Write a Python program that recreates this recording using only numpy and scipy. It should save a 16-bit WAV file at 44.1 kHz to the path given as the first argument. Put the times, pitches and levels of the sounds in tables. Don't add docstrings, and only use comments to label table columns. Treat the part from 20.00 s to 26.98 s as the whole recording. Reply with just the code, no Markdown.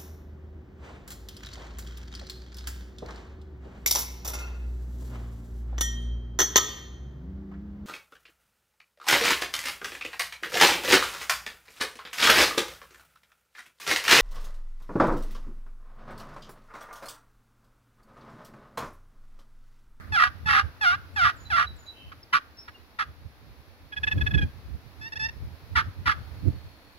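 import sys
import numpy as np
from scipy import signal
from scipy.fft import rfft, irfft, next_fast_len
from scipy.io import wavfile
from scipy.ndimage import uniform_filter1d, map_coordinates

SR = 44100
rng = np.random.default_rng(int(sys.argv[2]) if len(sys.argv) > 2 else 0)


def elevation(decibels):
    levels = np.asarray(decibels, float)
    return 10 ** (levels / 20)


def file_out(sig):
    cols = np.atleast_2d(sig).T
    lim = np.clip(cols, -1, 1)
    pcm = np.round(lim * 32767).astype(np.int16)
    wavfile.write(sys.argv[1], SR, pcm)


N = 307818


def unit(x):
    return x / np.sqrt(np.mean(x ** 2) + 1e-20)


def along(points, hz):
    f, v = np.transpose(points)
    return np.interp(np.log(hz + 1), np.log(f + 1), v)


def curves(rows):
    s, *cols = np.transpose(rows)
    return [np.interp(np.arange(N) / SR, s, c) for c in cols]


def gated(notes):
    edge = lambda row, dt: (row[0] + dt, *row[1:-1], -110)
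    return [row for note in notes for row in (edge(note[0], -.003), *note, edge(note[-1], .004))]


def wobble(rate):
    return map_coordinates(rng.standard_normal(int(N * rate / SR) + 4), [np.arange(N) * rate / SR])


def tone(hz):
    return np.sin(2 * np.pi * np.cumsum(hz) / SR)


def filtered(x, response):
    m = next_fast_len(N + SR // 2)
    return irfft(rfft(x, m) * response(np.fft.rfftfreq(m, 1 / SR)), m)[..., :N]


def noise(spectrum):
    return unit(filtered(rng.standard_normal((2, N)), lambda hz: elevation(along(spectrum, hz))))


# t/s, length/s, peak/dB, crest/share of length, rasp/0-1
YELPS = [(.114, 0.18, -20, 0.7, 0.95), (0.451, .18, -20.5, 0.79, 0.86), (.803, .16, -18.5, .45, 0.45),
         (1.153, .168, -20, 0.69, .95), (1.494, .17, -22.5, 0.7, 1)]
# first rate held/s, lowest rate after/s, lowest f/Hz, last f/Hz, tears after/s
GRIPS = [(.04, .058, 702, 784, .068), (.055, .105, 778, 778, .042), (.028, .064, 708, 860, .128),
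         (.022, .062, 700, 735, .088), (.014, .039, 685, 750, .075)]
BITE_S, BITE_DB, LOCK_DB, EASE, EASE_DB, LIFT_DB = 0.0092, -13, -3, 0.903, -10.5, -29
START_HZ, KNEE_S, KNEE_HZ, HELD_HZ, REST = 930, .012, 869.4, 835.6, .5
CLEAN, GRIPPED, TEAR_S = .09, .28, .012
SWING_HZ, SAGGED_HZ, SWING_SHARE, SAGGED_SHARE, SAG_S = 1420, 1192.6, 1, 0.37, .085


def yelps():
    level, rate, rough, wall = [], [], [], []
    for (s, d, db, crest, rasp), (hold, glide, low, last, tear) in zip(YELPS, GRIPS):
        lock = min(glide, tear)
        level.append(sorted([(s, db - 78), (s + BITE_S, db + BITE_DB), (s + lock, db + LOCK_DB),
                             (s + crest * d, db), (s + EASE * d, db + EASE_DB), (s + d, db + LIFT_DB)]))
        rate += [(s, START_HZ), (s + KNEE_S, KNEE_HZ), (s + hold, HELD_HZ), (s + glide, low),
                 (s + glide + REST * (d - glide), low), (s + d, last)]
        before, after = tear - TEAR_S, tear + TEAR_S
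        rough += [(s, CLEAN), (s + min(hold, tear - 2 * TEAR_S), 2 * CLEAN),
                  (s + min(glide, before) - TEAR_S / 2, GRIPPED), (s + before, GRIPPED),
                  (s + after, rasp), (s + d, rasp)]
        sag = lambda t: np.interp(t, [hold, hold + SAG_S], [SWING_HZ, SAGGED_HZ])
        wall += [(s, SWING_HZ, 0), (s + before, sag(before), 0), (s + after, sag(after), SWING_SHARE * rasp),
                 (s + max(hold + SAG_S, tear + 2 * TEAR_S), SAGGED_HZ, SAGGED_SHARE * rasp),
                 (s + d, SAGGED_HZ, SAGGED_SHARE / 2)]
    return level, rate, rough, wall


# t/s, length/s, peak/dB, first slip f/Hz, last slip f/Hz
CLUCKS = [
    (2.115, 0.024, -46, 1117, 1098),
    (2.323, 0.072, -21, 991.4, 1173),
    (2.676, 0.029, -45, 945, 947),
    (2.983, 0.064, -28.5, 945, 799),
    (5.748, .08, -22, 985, 890.6),
    (6.051, .095, -24, 1009, 836.4),
]
# t/share of length, level/dB, share of rate change, raggedness/0-1, wall f/Hz, wall share/0-1
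FLICK = [(0, -56, 0, .05, 1420, 0), (0.088, -9.5, 0.07, 0.38, 1420, 0.1),
         (.17, -2.5, 0.031, 0.42, 1391, 0.5), (.3, 1, .9, 1, 1331, 0.52), (0.719, -4.5, 1, .97, 1240, .65),
         (0.999, -24.5, 0.95, 0.99, 1228, 0.71)]


def clucks():
    level, rate, rough, wall = [], [], [], []
    for s, d, db, first, last in CLUCKS:
        level.append([(s + u * d, db + drop) for u, drop, *_ in FLICK])
        rate += [(s + u * d, first + k * (last - first)) for u, _, k, *_ in FLICK]
        rough += [(s + row[0] * d, row[3]) for row in FLICK]
        wall += [(s + row[0] * d, *row[4:]) for row in FLICK] + [(s + 2 * d, SAGGED_HZ, 0)]
    return level, rate, rough, wall


# t/s, peak/dB, second harmonic f/Hz, length/s
PURR = [(3.925, -32.5, 1668, 0.023), (3.968, -29, 1689, 0.024), (4.035, -19, 1700, 0.015),
        (4.073, -19.5, 1729, 0.021), (4.1165, -21, 1725, 0.021), (4.1784, -33, 1680, 0.014),
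        (4.2114, -21.5, 1705, 0.018), (4.2661, -20.5, 1706, 0.019), (4.31, -26.5, 1700, 0.014),
        (4.342, -22, 1700, 0.02), (4.3785, -25, 1667, 0.026), (4.417, -27.5, 1627, 0.032)]


def purr():
    shape = [(-.2, -22), (.04, -9), (.35, -6.5), (.7, -10), (.9, -28)]
    bend = [(-.1, .508, .45), (.3, .501, .07), (1, .494, .04)]
    level = [[(s + u * d, db + drop) for u, drop in shape] for s, db, _, d in PURR]
    rate = [(s + u * d, k * hz) for s, _, hz, d in PURR for u, k, _ in bend]
    rough = [(s + u * d, r) for s, *_, d in PURR for u, _, r in bend]
    return level, rate, rough


# t/s, length/s, peak/dB, first slip f/Hz, last slip f/Hz
WHINES = [(5.002, 0.092, -38.5, 863, 932), (5.119, 0.022, -34.5, 876, 903), (5.154, .027, -33.5, 848, 930),
          (5.185, 0.092, -28, 867, 911), (5.284, 0.016, -34, 892, 896)]
# t/share of length, level/dB
DRAG = [(0, -44), (.14, -6.5), (.68, -3), (.86, -3.5), (0.999, -18)]
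DRAG_RAGGED, DRAG_FLAT = 0.064, .4


def drags():
    level, rate, rough = [], [], []
    for s, d, db, first, last in WHINES:
        level.append([(s + u * d, db + drop) for u, drop in DRAG])
        rate += [(s, first), (s + DRAG_FLAT * d, first + .15 * (last - first)), (s + d, last)]
        rough += [(s, DRAG_RAGGED), (s + d, DRAG_RAGGED)]
    return level, rate, rough


def slips(rate_hz, ragged, jitter, scatter_db, pull=0):
    at = np.interp(np.arange(1, int(np.sum(rate_hz) / SR)), np.cumsum(rate_hz) / SR, np.arange(N))
    near = at.astype(int)
    chance = rng.standard_normal((2, 16384))[:, :len(at)]
    shift = jitter * ragged[near] * chance[0] + (pull + np.zeros(N))[near]
    at = np.clip(at + shift * SR / rate_hz[near], 8, N - 9)
    taps = at.astype(int)[:, None] + np.arange(-7, 9)
    gap = taps - at[:, None]
    size = elevation(scatter_db * ragged[near] * chance[1])[:, None]
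    kernel = np.sinc(gap) * np.cos(np.pi * gap / 16) ** 2 * size
    return np.bincount(taps.ravel(), kernel.ravel(), N)


# f/Hz, width/Hz, level/dB
BOX = [(748, 155, -15), (1190, 122.7, 5), (1422, 153.8, 7.5), (1815, 261, 0.5), (2740, 264, -14.5),
       (2960, 83, -8.5), (2991, 185, -8.5), (3387, 147, -11), (3845, 306, -14), (4100, 410, -17),
       (5100, 990, -20)]


def box_walls(f):
    walls = 0
    for k, (c, w, db) in enumerate(BOX):
        walls = walls + (-1) ** k * elevation(db) * 1j * f * w / (c * c - f * f + 1j * f * w)
    chalk = elevation(-69) * (f / (f + 6000)) ** 2
    return walls + chalk


# f/Hz, level/dB
LIGHT = [(850, -8), (1300, -15), (1700, 2.5), (2600, 6), (3400, 7), (4300, -7), (5300, -1.5), (7000, -4)]
# f/Hz, level/dB
RIM = [(850, 1.5), (1300, -2), (1750, 7.5), (2650, 9.5), (3500, 10.5), (4400, 8), (5300, 17.5), (7000, 7.5),
       (9000, 5.5)]


def box_call():
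    yelp, cluck, judder, drag = parts = yelps(), clucks(), purr(), drags()
    rate_hz, = curves(sorted(sum((part[1] for part in parts), [])))
    ragged, = curves(sorted(sum((part[2] for part in parts), [])))
    swing_hz, share = curves(sorted(yelp[3] + cluck[3]))
    ragged = np.clip(ragged, 0, 1)
    rate_hz = rate_hz * elevation(0.149 * ragged * wobble(80))
    share = np.clip(share, 0, 1) * np.clip(6 * ragged - .4, 0, 1)
    swing_hz = swing_hz * elevation(.2 * wobble(70))
    lumps = lambda db: elevation(db * np.tanh(wobble(190)))
    lid = slips(rate_hz, ragged, jitter=.08, scatter_db=2.5, pull=.14 * share * tone(swing_hz))
    wall = slips(swing_hz, ragged, jitter=.05, scatter_db=2.5, pull=.12 * tone(rate_hz))
    drive = np.sqrt(1 - 0.2 * share) * lid + np.sqrt(share) * wall * lumps(db=3.0)
    heavy = filtered(drive, box_walls)
    light = filtered(heavy, lambda f: elevation(along(LIGHT, f)))
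    thin = filtered(heavy, lambda f: elevation(along(RIM, f)))
    even = lambda x: x / np.sqrt(np.abs(uniform_filter1d(x ** 2, size=1100)) + 1e-12)
    hollow = elevation(-27.5) * tone(rate_hz)
    swing = tone(swing_hz) * lumps(db=5) + elevation(-3) * tone(2 * swing_hz - rate_hz) * lumps(db=2.5)
    hard = even(even(heavy) + .9 * share * swing) + hollow
    hard = hard * lumps(db=1.8 * ragged)
    levels = yelp[0] + cluck[0], judder[0], drag[0]
    hard_db, soft_db, thin_db = (curves(sorted(gated(notes)))[0] for notes in levels)
    call = hard * elevation(hard_db)
    call = call + even(light) * elevation(soft_db + 1.2 * wobble(60))
    call = call + even(thin) * elevation(thin_db)
    lid_ring = lambda f: 1 + 1.6 * 1j * f * 70 / (2870 ** 2 - f * f + 1j * f * 70)
    return filtered(call, lid_ring)


# f/Hz, level/dB
MIC = [(300, 32), (700, 6), (5500, 5.5), (8000, -2.5), (10500, 14.5), (13000, 7), (16000, -6)]


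def microphone(call):
    return filtered(call, lambda hz: elevation(along(MIC, hz)))


def nearby(f, count, spread, db):
    delay, size = rng.uniform(.1, 1, (2, 2, count, 1))
    bounces = np.sum(size * np.exp(-2j * np.pi * f * spread * delay), axis=1)
    return 1 + elevation(db) * bounces * f / (f + 900)


# f/Hz, left lead/rad
LEAD = [(500, .1), (860, 0.61), (1200, 0.71), (1450, 2.01), (1700, 2.95), (1950, 4.8), (2100, 4.7),
        (2700, 6.95), (2900, 8.9), (3100, 12.18), (4000, 11.9), (4850, 15.1), (7500, 18.55), (16000, 37.8)]
# f/Hz, left-right/dB
PAN = [(500, 2.5), (1300, -6.5), (1490, -1), (1690, -5), (1900, -0.5), (3000, 1.5), (4200, -7),
       (10000, 1.5)]


def at_ports(call):
    half = np.array([[.5], [-.5]])
    bounces = lambda f: nearby(f, count=5, spread=.009, db=-13)
    straight = lambda f: elevation(-2.0 + half * along(PAN, f)) * np.exp(1j * half * along(LEAD, f))
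    return filtered(call, lambda f: straight(f) * bounces(f))


# f/Hz, t60/s
TREES = [(500, 0.47), (1300, 0.38), (3000, 0.39), (8000, 0.49)]


def trees(x, delay):
    hz, t, z = signal.stft(rng.standard_normal((2, SR // 2)), SR, nperseg=256)
    tail = signal.istft(z * elevation(-60 * t / along(TREES, hz)[:, None]), SR, nperseg=256)[1]
    tail = tail / np.linalg.norm(tail[0])
    sway = .5 + wobble(200)
    late = np.pad(x * sway, (int(delay * SR), 0))
    return signal.fftconvolve(late[None], tail, axes=1)[:, :N]


def earlier_yelp():
    fade_db = -47.5 - 110 * np.arange(N) / SR
    return elevation(fade_db) * noise([(900, -26), (1200, 1), (1900, -3), (3000, -32)])


def whistle(notes):
    hz, db = curves(gated(notes))
    return np.sqrt(2) * elevation(db + 7.1 * np.tanh(wobble(90))) * tone(hz)


# t/share of length, level/dB
PEEP = [(0, -15), (.3, -1.5), (.55, -5.5), (1, -20)]


def peeps(rows):
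    return [[(s + u * d, first + u * (last - first), db + drop) for u, drop in PEEP]
            for s, d, first, last, db in rows]


# t/s, level/dB
TRILL = [(1.93, -68), (1.964, -57), (1.984, -53), (2.102, -58), (2.11, -81)]


def trill():
    buzz = noise([(2200, -75), (2650, -5), (2850, -15), (3100, -0.5), (3600, -70)])
    beat = 1 + 0.28 * np.sin(2 * np.pi * 103 * np.arange(N) / SR)
    return elevation(curves(gated([TRILL]))[0]) * unit(beat * buzz)


# t/s, level/dB
INSECT = [(5.6, -79), (6.3, -64.5), (6.98, -64.5)]


def insect():
    pulse_db = 3.6 * np.sin(2 * np.pi * 38 * np.arange(N) / SR)
    return elevation(curves(INSECT)[0] + pulse_db) * noise([(4100, -41), (4400, -26), (4700, -56)])


# t/s, f/Hz, level/dB
HIGH = [[(s, 7750, -72), (s + .02, 7150, -63), (s + .045, 6840, -63), (s + .1, 6770, -67),
        (s + .115, 6760, -72)] for s in (1.142, 1.362, 1.764)]
# t/s, length/s, first f/Hz, last f/Hz, peak/dB
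MIDDLE = [(1.452, 0.059, 4010, 3933, -45), (1.66, 0.065, 3950, 3896, -45),
          (1.864, 0.068, 3950, 3914, -44.5)]
# t/s, length/s, first f/Hz, last f/Hz, peak/dB
CHIRPS = [
    (2.228, 0.02, 5420, 4556, -51),
    (2.572, 0.064, 5400, 5360, -43.5),
    (2.652, 0.015, 5486, 4300, -52),
    (2.742, .032, 2835, 2790, -52),
]


def birds():
    singers = ((whistle(HIGH), 1, -3), (whistle(peeps(MIDDLE)), -1, 4), (whistle(peeps(CHIRPS)), 2, 0))
    song = sum(np.array([v, np.roll(v, lag) * elevation(db)]) for v, lag, db in singers)
    return song + trill() + insect()


# t/s, peak/dB, left-right/dB
GUSTS = [(0.127, -32, -3.5), (.29, -45.5, -12), (0.468, -31.5, -4), (.58, -41, 2), (0.659, -34.5, -2.5),
         (0.968, -38.5, 6), (1.18, -38, 0), (1.26, -40.5, 3), (1.52, -42, 6), (1.75, -44, -1),
         (2.08, -43, 6), (2.47, -60, 15), (3.09, -42.5, -1), (3.26, -43, -3), (3.481, -47.5, 4),
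         (4.03, -39, -3), (4.201, -22.5, 1.5), (4.35, -22.5, 4), (4.431, -29, 1.5), (4.68, -51, 2),
         (4.75, -37.5, -1.5), (5.24, -43.5, -4), (5.45, -36, -3), (5.77, -37, 0), (5.87, -31, -5),
         (6.02, -41, 7), (6.1, -31.5, -1), (6.22, -32, 1.5), (6.372, -30.5, -3.5), (6.479, -24.5, -7)]
# t/s, level/dB
WIND = [(0, -45.5), (.7, -58.5), (1.6, -50), (2.2, -58.5), (2.8, -53.5), (3.2, -71), (3.6, -56), (3.9, -57),
        (4.1, -48), (4.3, -28.5), (4.6, -51.5), (5.4, -47), (6.0, -57), (6.4, -47), (6.65, -49),
        (6.98, -60.5)]
# f/Hz, density/dB per Hz
RUMBLE = [(12, -70), (20, -3.5), (59, 0.5), (76, 7), (238, -21), (296, -25.5), (329, -29.5), (500, -30.5),
          (650, -40), (1100, -120)]
# f/Hz, density/dB per Hz
HARD = [(60, 6), (150, -2), (300, -4), (700, -46.5), (1200, -65)]
RISE_DB_PER_S, FALL_DB_PER_S, LEE_DB = 242, 260, -6.5


def wind():
    s, db, pan_db = np.transpose(GUSTS)[..., None]
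    since = np.arange(0, N, 64) / SR - s
    half = np.array([.5, -.5])[:, None, None]
    slope = np.where(since < 0, -RISE_DB_PER_S, FALL_DB_PER_S)
    gusts = elevation(db + half * pan_db - slope * since).sum(axis=1)
    gusts = np.repeat(gusts, 64, axis=1)[:, :N]
    breeze = elevation(curves(WIND)[0] + half[:, 0] * LEE_DB)
    ports_db = 0.83 + 20 * np.log10(gusts + breeze)
    eddy_db = ports_db - 0.5 + 7.9 * np.tanh(np.array([wobble(25), wobble(25)]))
    thumps = elevation(eddy_db) * noise(RUMBLE) + elevation(1.43 * eddy_db - 1.0) * noise(HARD)
    return filtered(thumps, lambda f: 1 / (1 + (48 / (f + 1)) ** 4))


# t/s, level/dB
AIR = [(0.0, -60.5), (0.33, -60.5), (1.22, -59.5), (1.4, -60), (2.04, -61.5), (3.95, -61), (4.22, -55),
       (4.47, -59), (6.36, -58), (6.98, -61.5)]
# f/Hz, density/dB per Hz
FIELD = [(88, -2), (150, -37), (186, -6), (291, -1), (354, -6), (555, -7), (1690, -11), (2550, -13),
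         (2980, -17.5), (4240, -15), (5460, -20.5), (8560, -38.5), (10600, -23.5), (16000, -27.5)]
# f/Hz, left-right likeness/0-1
ALIKE = [(150, .5), (400, 0.89), (900, 0.75), (1500, 0.022), (4000, 0.027)]


def air():
    angle = lambda hz: np.arccos(np.clip(along(ALIKE, hz), -1, 1)) / 2
    mid, side = filtered(noise(FIELD), lambda hz: np.array([np.cos(angle(hz)), np.sin(angle(hz))]))
    return elevation(curves(AIR)[0] + 4.5 + 0.64 * wobble(5.2)) * np.array([mid + side, mid - side])


def scene():
    call = microphone(box_call())
    song = birds()
    mix = at_ports(call)
    mix = mix + elevation(-24.5) * trees(call, delay=.015)
    mix = mix + elevation(-44.5) * trees(call + np.roll(call, SR // 10), delay=0.13)
    mix = mix + earlier_yelp()
    mix = mix + song + elevation(-10) * trees(song[0], delay=0.014)
    return mix + wind() + air()


def low_pass(x):
    return signal.sosfilt(signal.butter(12, 16540, fs=SR, output="sos"), x)


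def record(dry):
    mix = filtered(dry, lambda hz: hz < 15790)
    return low_pass(mix)


dry = scene()
out = record(dry)
file_out(out)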